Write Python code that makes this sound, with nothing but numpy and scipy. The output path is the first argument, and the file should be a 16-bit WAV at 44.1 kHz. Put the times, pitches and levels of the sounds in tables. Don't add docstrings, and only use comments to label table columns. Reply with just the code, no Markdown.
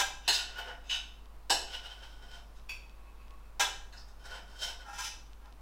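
import sys
import numpy as np
from scipy import signal
from scipy.fft import rfft, irfft, next_fast_len
from scipy.io import wavfile
from scipy.ndimage import uniform_filter1d, map_coordinates

SR = 44100
rng = np.random.default_rng(int(sys.argv[2]) if len(sys.argv) > 2 else 0)


def to_wav(sig):
    pcm = np.clip(np.atleast_2d(sig), -1, 1) * 32767
    pcm = np.round(pcm).astype(np.int16)
    wavfile.write(sys.argv[1], SR, pcm.T)


N = 247401

# pitch in Hz, nominal width in Hz (each kind of contact narrows it),
# then relative strength in dB for a rim knock, a face knock, a skid of the tongs and a slide of the foot.
PLATE_MODES = [(380, 122, -24, -13, -45, -67), (499, 96, -72, -14, -36, -4.5), (703, 68, -14, -12, -2, -1),
               (814, 206, -30, -4, -23, -11.5), (915, 224, -10.5, -11, -2.5, -3.5),
               (1474, 83, -9, -36.5, 5.5, 5.5), (1637, 216, -10.5, -9, -4, -7),
               (1834, 193, -1.5, -51, -6, -12), (2090, 540, -57, -22.5, -16, -13),
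               (2682, 180, -1, -11, 0.5, -7), (2966, 114, -3.5, -2, 3.5, -55),
               (3070, 230, -17, -35, -3, 1.5), (3680, 300, -8, -9.5, -2.5, -6.5),
               (4150, 310, 2.5, -9.5, -26, -15), (4620, 190, -7.5, -9, -16, -15.5),
               (5040, 140, -6, -17.5, -10, -16), (5330, 440, -26, -5.5, -18, -11.5),
               (6240, 1200, -56, -29.5, -17.5, -22), (6580, 290, -7, -15, -45, -38),
               (7820, 580, -18, -10.5, -21.5, -22), (9100, 2100, -36, -31, -31.5, -31),
               (11100, 430, -17, -19, -29.5, -32), (14800, 1200, -31, -35.5, -34.5, -36)]


def tongs_on_plate():
    # start in seconds, level in dB, spot from 0 (rim) to 1 (face).
    knocks = [(0.2755, -51, 0.99), (0.278, -29, 0.66), (0.282, -28.5, 0.095), (0.2865, -36, 0.21),
              (0.293, -33.5, 0.11), (1.4974, -34.5, 1), (1.502, -26.5, 1), (1.521, -32.5, 0.79),
              (1.537, -57, 0.094), (3.925, -58.5, 0)]
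    # peak time and swell in seconds, level in dB, low and high register offsets in dB.
    skids = [(0.25, 0.031, -47.5, -10, -15), (0.333, 0.031, -26.5, -28, -0.5), (0.395, 0.1, -39, -1, -2),
             (0.905, 0.021, -28.5, -17, -13.5), (0.945, 0.07, -38, -6.5, -5), (2.565, .03, -66, 2.5, 2),
             (3.932, .008, -65.5, 15.5, 8.5), (3.977, 0.025, -64.5, 7, 7), (4.08, 0.012, -75, 11, 11)]
    hz, width, rim_db, face_db, skid_db, _ = np.transpose(PLATE_MODES)
    out = np.zeros(N)
    for s, db, spot in knocks:
        ring = body(hz, width * 0.72, rim_db + spot * (face_db - rim_db), crack_db=-29)
        add(out, s, kitchen(blow(db) * ring, early_db=1.5))
    ring = body(hz, width * 0.76, skid_db, crack_db=-43)
    skid = friction(stroke_levels(skids, release_s=0.042), ring, slips_per_s=1600, spread_db=4)
    return out + kitchen(skid, early_db=1)


def tip_squeals():
    # peak time and swell in seconds, pitch and width in Hz, level in dB.
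    catches = [(0.249, 0.018, 5800, 160, -59), (0.342, .015, 4900, 200, -32),
               (0.58, 0.0098, 14200, 600, -60), (0.91, .03, 6360, 180, -42.5),
               (3.975, 0.018, 4960, 420, -48.5)]
    out = np.zeros(N)
    for s, swell_s, hz, width, db in catches:
        gain, lead_s = stroke(swell_s, db, release_s=0.04)
        ring = body(np.array([hz]), width, 0, crack_db=-37)
        whistle = unit(signal.fftconvolve(rng.standard_normal(SR), ring))
        add(out, s - lead_s, gain * whistle[:len(gain)])
    return kitchen(out, early_db=7)


def tongs_closing():
    # pitch and width in Hz, relative strength in dB.
    steel_modes = [(990, 140, -16), (1540, 40, -11.5), (2420, 220, -9), (2555, 65, 5), (2550, 170, -5.5),
                   (3000, 300, -21), (3390, 89, -9), (3600, 50, -17), (4580, 93, -6.5), (5500, 280, -15),
                   (6800, 54, -14), (7120, 77, -18), (9350, 60, -31), (9710, 66, -21), (13200, 110, -26)]
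    squeak_modes = [(1114, 15, 0.5), (2580, 83, -12)]
    # start in seconds, level in dB.
    clinks = [(2.6886, -53.5), (2.693, -40.5), (2.696, -53), (2.7361, -55), (2.801, -70)]
    # peak time and swell in seconds, level in dB, low and high register offsets in dB.
    squeezes = [(3.05, .15, -72.5, 10.5, -14), (3.21, 0.13, -69, 1, -22), (3.3, 0.075, -82, 23, -4),
                (3.42, .15, -79, 13, -12)]
    ring = body(*np.transpose(steel_modes), crack_db=-26.5)
    out = np.zeros(N)
    for s, db in clinks:
        add(out, s, blow(db) * ring)
    grip = stroke_levels(squeezes, release_s=0.12)
    squeak = body(*np.transpose(squeak_modes), crack_db=-25)
    out += friction(grip, squeak, slips_per_s=2000, spread_db=0.5, judder_db=2.5)
    return kitchen(out, early_db=-5)


def plate_on_counter():
    # peak time and swell in seconds, level in dB, low and high register offsets in dB.
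    pushes = [(0.505, 0.09, -64, 15.5, -2), (0.585, 0.069, -42.5, 1, -8.5), (0.68, 0.07, -45.5, 9, -7),
              (1.738, 0.067, -36, -7.5, -9.5), (1.85, 0.052, -44.5, -3, -7.5),
              (1.92, 0.057, -48.5, -5, -8.5), (2.025, 0.065, -49.5, -0.5, -6.5),
              (2.13, .12, -57.5, -7, -5.5), (2.24, 0.26, -65, 4, -3), (2.35, 0.15, -51, 0, -4.5),
              (4.25, 0.063, -57, 5, 2), (4.31, 0.072, -50.5, 4.5, -2.5), (4.35, 0.083, -46, 3.5, -5.5),
              (4.54, 0.15, -59, 4.5, 0), (4.63, 0.054, -37, -4.5, 0.5), (4.685, 0.078, -43, -1.5, -2.5),
              (4.8, 0.11, -58, 1, -7)]
    # pitch when pressed, pitch when free and width, all in Hz, then relative strength in dB.
    singing_modes = [(1400, 1530, 42, -2.5), (2936, 3112, 50, 9.5)]
    let_go_s, fade_s = 1.88, 0.016
    hz, width, *_, slide_db = np.transpose(PLATE_MODES)
    pressed_hz, free_hz, sing_width, sing_db = np.transpose(singing_modes)
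    pressed = np.clip(0.5 + (let_go_s - np.arange(N) / SR) / fade_s, 0, 1)
    gains = stroke_levels(pushes, release_s=0.064)
    scrape = np.zeros(N)
    for sing_hz, share in ((pressed_hz, pressed), (free_hz, 1 - pressed)):
        widths = np.r_[width * 0.8, sing_width]
        ring = body(np.r_[hz, sing_hz], widths, np.r_[slide_db, sing_db], crack_db=-31)
        scrape += np.sqrt(share) * friction(gains, ring, slips_per_s=4000, spread_db=5.5)
    return kitchen(scrape, early_db=6)


def second_dish():
    # pitch in Hz, nominal width in Hz (narrowed below), relative dB struck and dragged.
    modes = [(455, 170, -16.5, -28), (612, 56, -9.5, -9.5), (785, 34, 1, -23), (845, 49, -3.5, 8.5),
             (986, 60, 0, 4), (1367, 107, -4.5, 2.5), (1615, 45, 3.5, 1.5), (1826, 56, -5.5, -2.5),
             (2092, 82, -7.5, -15.5), (2354, 62, -4, -14), (2624, 46, -2, -5.5), (3034, 150, -3.5, -12),
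             (3415, 31, 3.5, -8.5), (3716, 100, -2.5, -17), (4000, 170, -10, -23), (4350, 170, -12.5, -29),
             (4940, 83, -12, -8), (5240, 240, -8.5, -7), (5960, 600, -8, -6), (7070, 270, -11, -11),
             (7730, 270, -12.5, -14), (8820, 950, -19, -19), (9900, 1400, -33, -21),
             (11550, 1600, -27.5, -31), (14046, 2700, -29, -31)]
    # start in seconds, level in dB.
    clacks = [(0.0, -28), (3.5964, -31), (3.6, -49), (3.6038, -28.5), (3.607, -33)]
    # peak time and swell in seconds, level in dB, low and high register offsets in dB.
    pulls = [(4.876, 0.046, -59.5, 17, 1), (4.925, 0.027, -54.5, 10.5, -8), (4.99, 0.066, -44.5, 5.5, 3),
             (5.045, 0.13, -40, -9.5, -3), (5.45, 0.038, -63, 9.5, -14)]
    hz, width, struck_db, dragged_db = np.transpose(modes)
    ring = body(hz, width * 0.95, struck_db, crack_db=-41)
    out = np.zeros(N)
    for s, db in clacks:
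        add(out, s, kitchen(blow(db) * ring, early_db=0.5))
    ring = body(hz, width * 0.73, dragged_db, crack_db=-22)
    drag = friction(stroke_levels(pulls, release_s=0.051), ring, slips_per_s=1900, spread_db=5)
    return out + kitchen(drag, early_db=-0.5)


def food_ticks():
    # start in seconds, peak level in dB.
    ticks = [(1.258, -48), (2.316, -41), (2.597, -51), (2.896, -45), (3.282, -47), (3.308, -44.5),
             (3.339, -56), (4.186, -68), (5.196, -53), (5.333, -43), (5.459, -47), (5.526, -45)]
    # frequency in Hz, relative level in dB.
    colour = [(300, -29), (1500, -5), (3000, 10), (5500, 3), (9000, -9), (15000, -38)]
    pop = causal(lambda hz: amp(along(colour, hz)))
    out = np.zeros(N)
    for s, db in ticks:
        add(out, s, amp(db) * pop / np.abs(pop).max())
    return out


def room_tone():
    # frequency in Hz, relative noise density in dB.
    air_colour = [(20, 14), (70, -7.5), (100, -11.5), (140, -13.5), (200, -11.5), (350, -15), (600, -16),
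                  (1000, -14), (1400, -18.5), (1800, -25), (2500, -26), (3500, -28.5), (7000, -34.5),
                  (15800, -37)]
    mains, appliance = (50, -52), (120, -75)
    t = np.arange(N) / SR
    hum = sum(amp(db) * np.sqrt(2) * np.sin(2 * np.pi * (hz * t + rng.random()))
              for hz, db in (mains, appliance))
    air = unit(filtered(rng.standard_normal(N), lambda hz: amp(along(air_colour, hz))))
    return hum + amp(-51.5) * air


def kitchen(x, early_db):
    # frequency in Hz, seconds to die away by 60 dB.
    decay_times = [(200, 0.73), (800, 0.48), (3000, 0.46), (6000, 0.45), (9000, 0.39), (14000, 0.31)]
    hz, t, noise = signal.stft(rng.standard_normal(SR * 3 // 4), SR, nperseg=256)
    tail = signal.istft(noise * amp(-60 * t / along(decay_times, hz)[:, None]), SR, nperseg=256)[1]
    t = np.arange(len(tail)) / SR
    tail *= (1 - np.exp(-t / 0.00055)) * (1 + amp(early_db) * np.exp(-t / 0.022))
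    tail /= np.linalg.norm(tail)
    tail[0] += amp(-20)
    power = uniform_filter1d(np.abs(rfft(tail)) ** 2, size=110)
    flatten = causal(lambda f: np.interp(f, np.fft.rfftfreq(len(tail), 1 / SR), power) ** -0.5)
    tail = signal.fftconvolve(tail, flatten)
    return signal.fftconvolve(x, tail / np.linalg.norm(tail))[:N]


def body(mode_hz, width, mode_db, crack_db):
    def gain(hz):
        modes = amp(mode_db) / (1 + ((hz[:, None] - mode_hz) / width) ** 2)
        crack = amp(crack_db) / np.hypot(1, hz / 6000)
        radiation = hz ** 2 / np.hypot(hz ** 2, 230 ** 2)
        return np.sqrt(np.sum(modes ** 2, axis=1) + crack ** 2) * radiation
    return causal(gain)


def blow(db):
    return amp(db) * np.sqrt(SR / 20)


def friction(gains, ring, slips_per_s, spread_db, judder_db=-1.5):
    edges = [200, 2200, 4500, 16000]
    slips = (rng.random(N) < slips_per_s / SR) * rng.standard_normal(N)
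    slips *= amp(spread_db * rng.standard_normal(N))
    slips *= amp(judder_db * wobble(90))
    rung = signal.fftconvolve(slips, ring)[:N]
    out = np.zeros(N)
    for lo, hi, gain in zip(edges, edges[1:], gains):
        band = signal.butter(4, [lo, hi], "band", fs=SR, output="sos")
        out += unit(signal.sosfilt(band, rung)) * gain
    return out


def stroke_levels(strokes, release_s):
    power = np.zeros((3, N))
    for s, swell_s, db, low_db, high_db in strokes:
        gain, lead_s = stroke(swell_s, db, release_s)
        for register, offset_db in zip(power, (low_db, 0, high_db)):
            add(register, s - lead_s, (amp(offset_db) * gain) ** 2)
    return np.sqrt(power)


def stroke(swell_s, db, release_s):
    t = np.arange(-3 * swell_s, 3 * release_s, 1 / SR)
    return amp(db - 20 * np.maximum(-t / swell_s, t / release_s)), -t[0]


def causal(response, size=8192):
    cepstrum = irfft(np.log(response(np.fft.rfftfreq(size, 1 / SR)) + 1e-6))
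    cepstrum[1:size // 2] *= 2
    cepstrum[size // 2 + 1:] = 0
    ring = irfft(np.exp(rfft(cepstrum)))
    return ring / np.linalg.norm(ring)


def filtered(x, response):
    size = next_fast_len(N + SR // 2)
    return irfft(rfft(x, size) * response(np.fft.rfftfreq(size, 1 / SR)), size)[:N]


def wobble(rate):
    return map_coordinates(rng.standard_normal(int(N * rate / SR) + 4), [np.arange(N) * rate / SR])


def along(points, hz):
    point_hz, values = np.transpose(points)
    return np.interp(np.log(hz + 1), np.log(point_hz + 1), values)


def add(track, s, sound):
    start = max(round(s * SR), 0)
    track[start:start + len(sound)] += sound[:N - start]


def amp(db):
    return 10 ** (np.asarray(db) / 20)


def unit(x):
    return x / np.sqrt(np.mean(x ** 2) + 1e-20)


def scene():
    serving = tongs_on_plate() + plate_on_counter() + second_dish() + tongs_closing() + food_ticks()
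    return (serving + room_tone() + tip_squeals())[None]


def record(dry):
    return filtered(dry[0], lambda hz: hz < 15850)[None]


dry = scene()
out = record(dry)
to_wav(out)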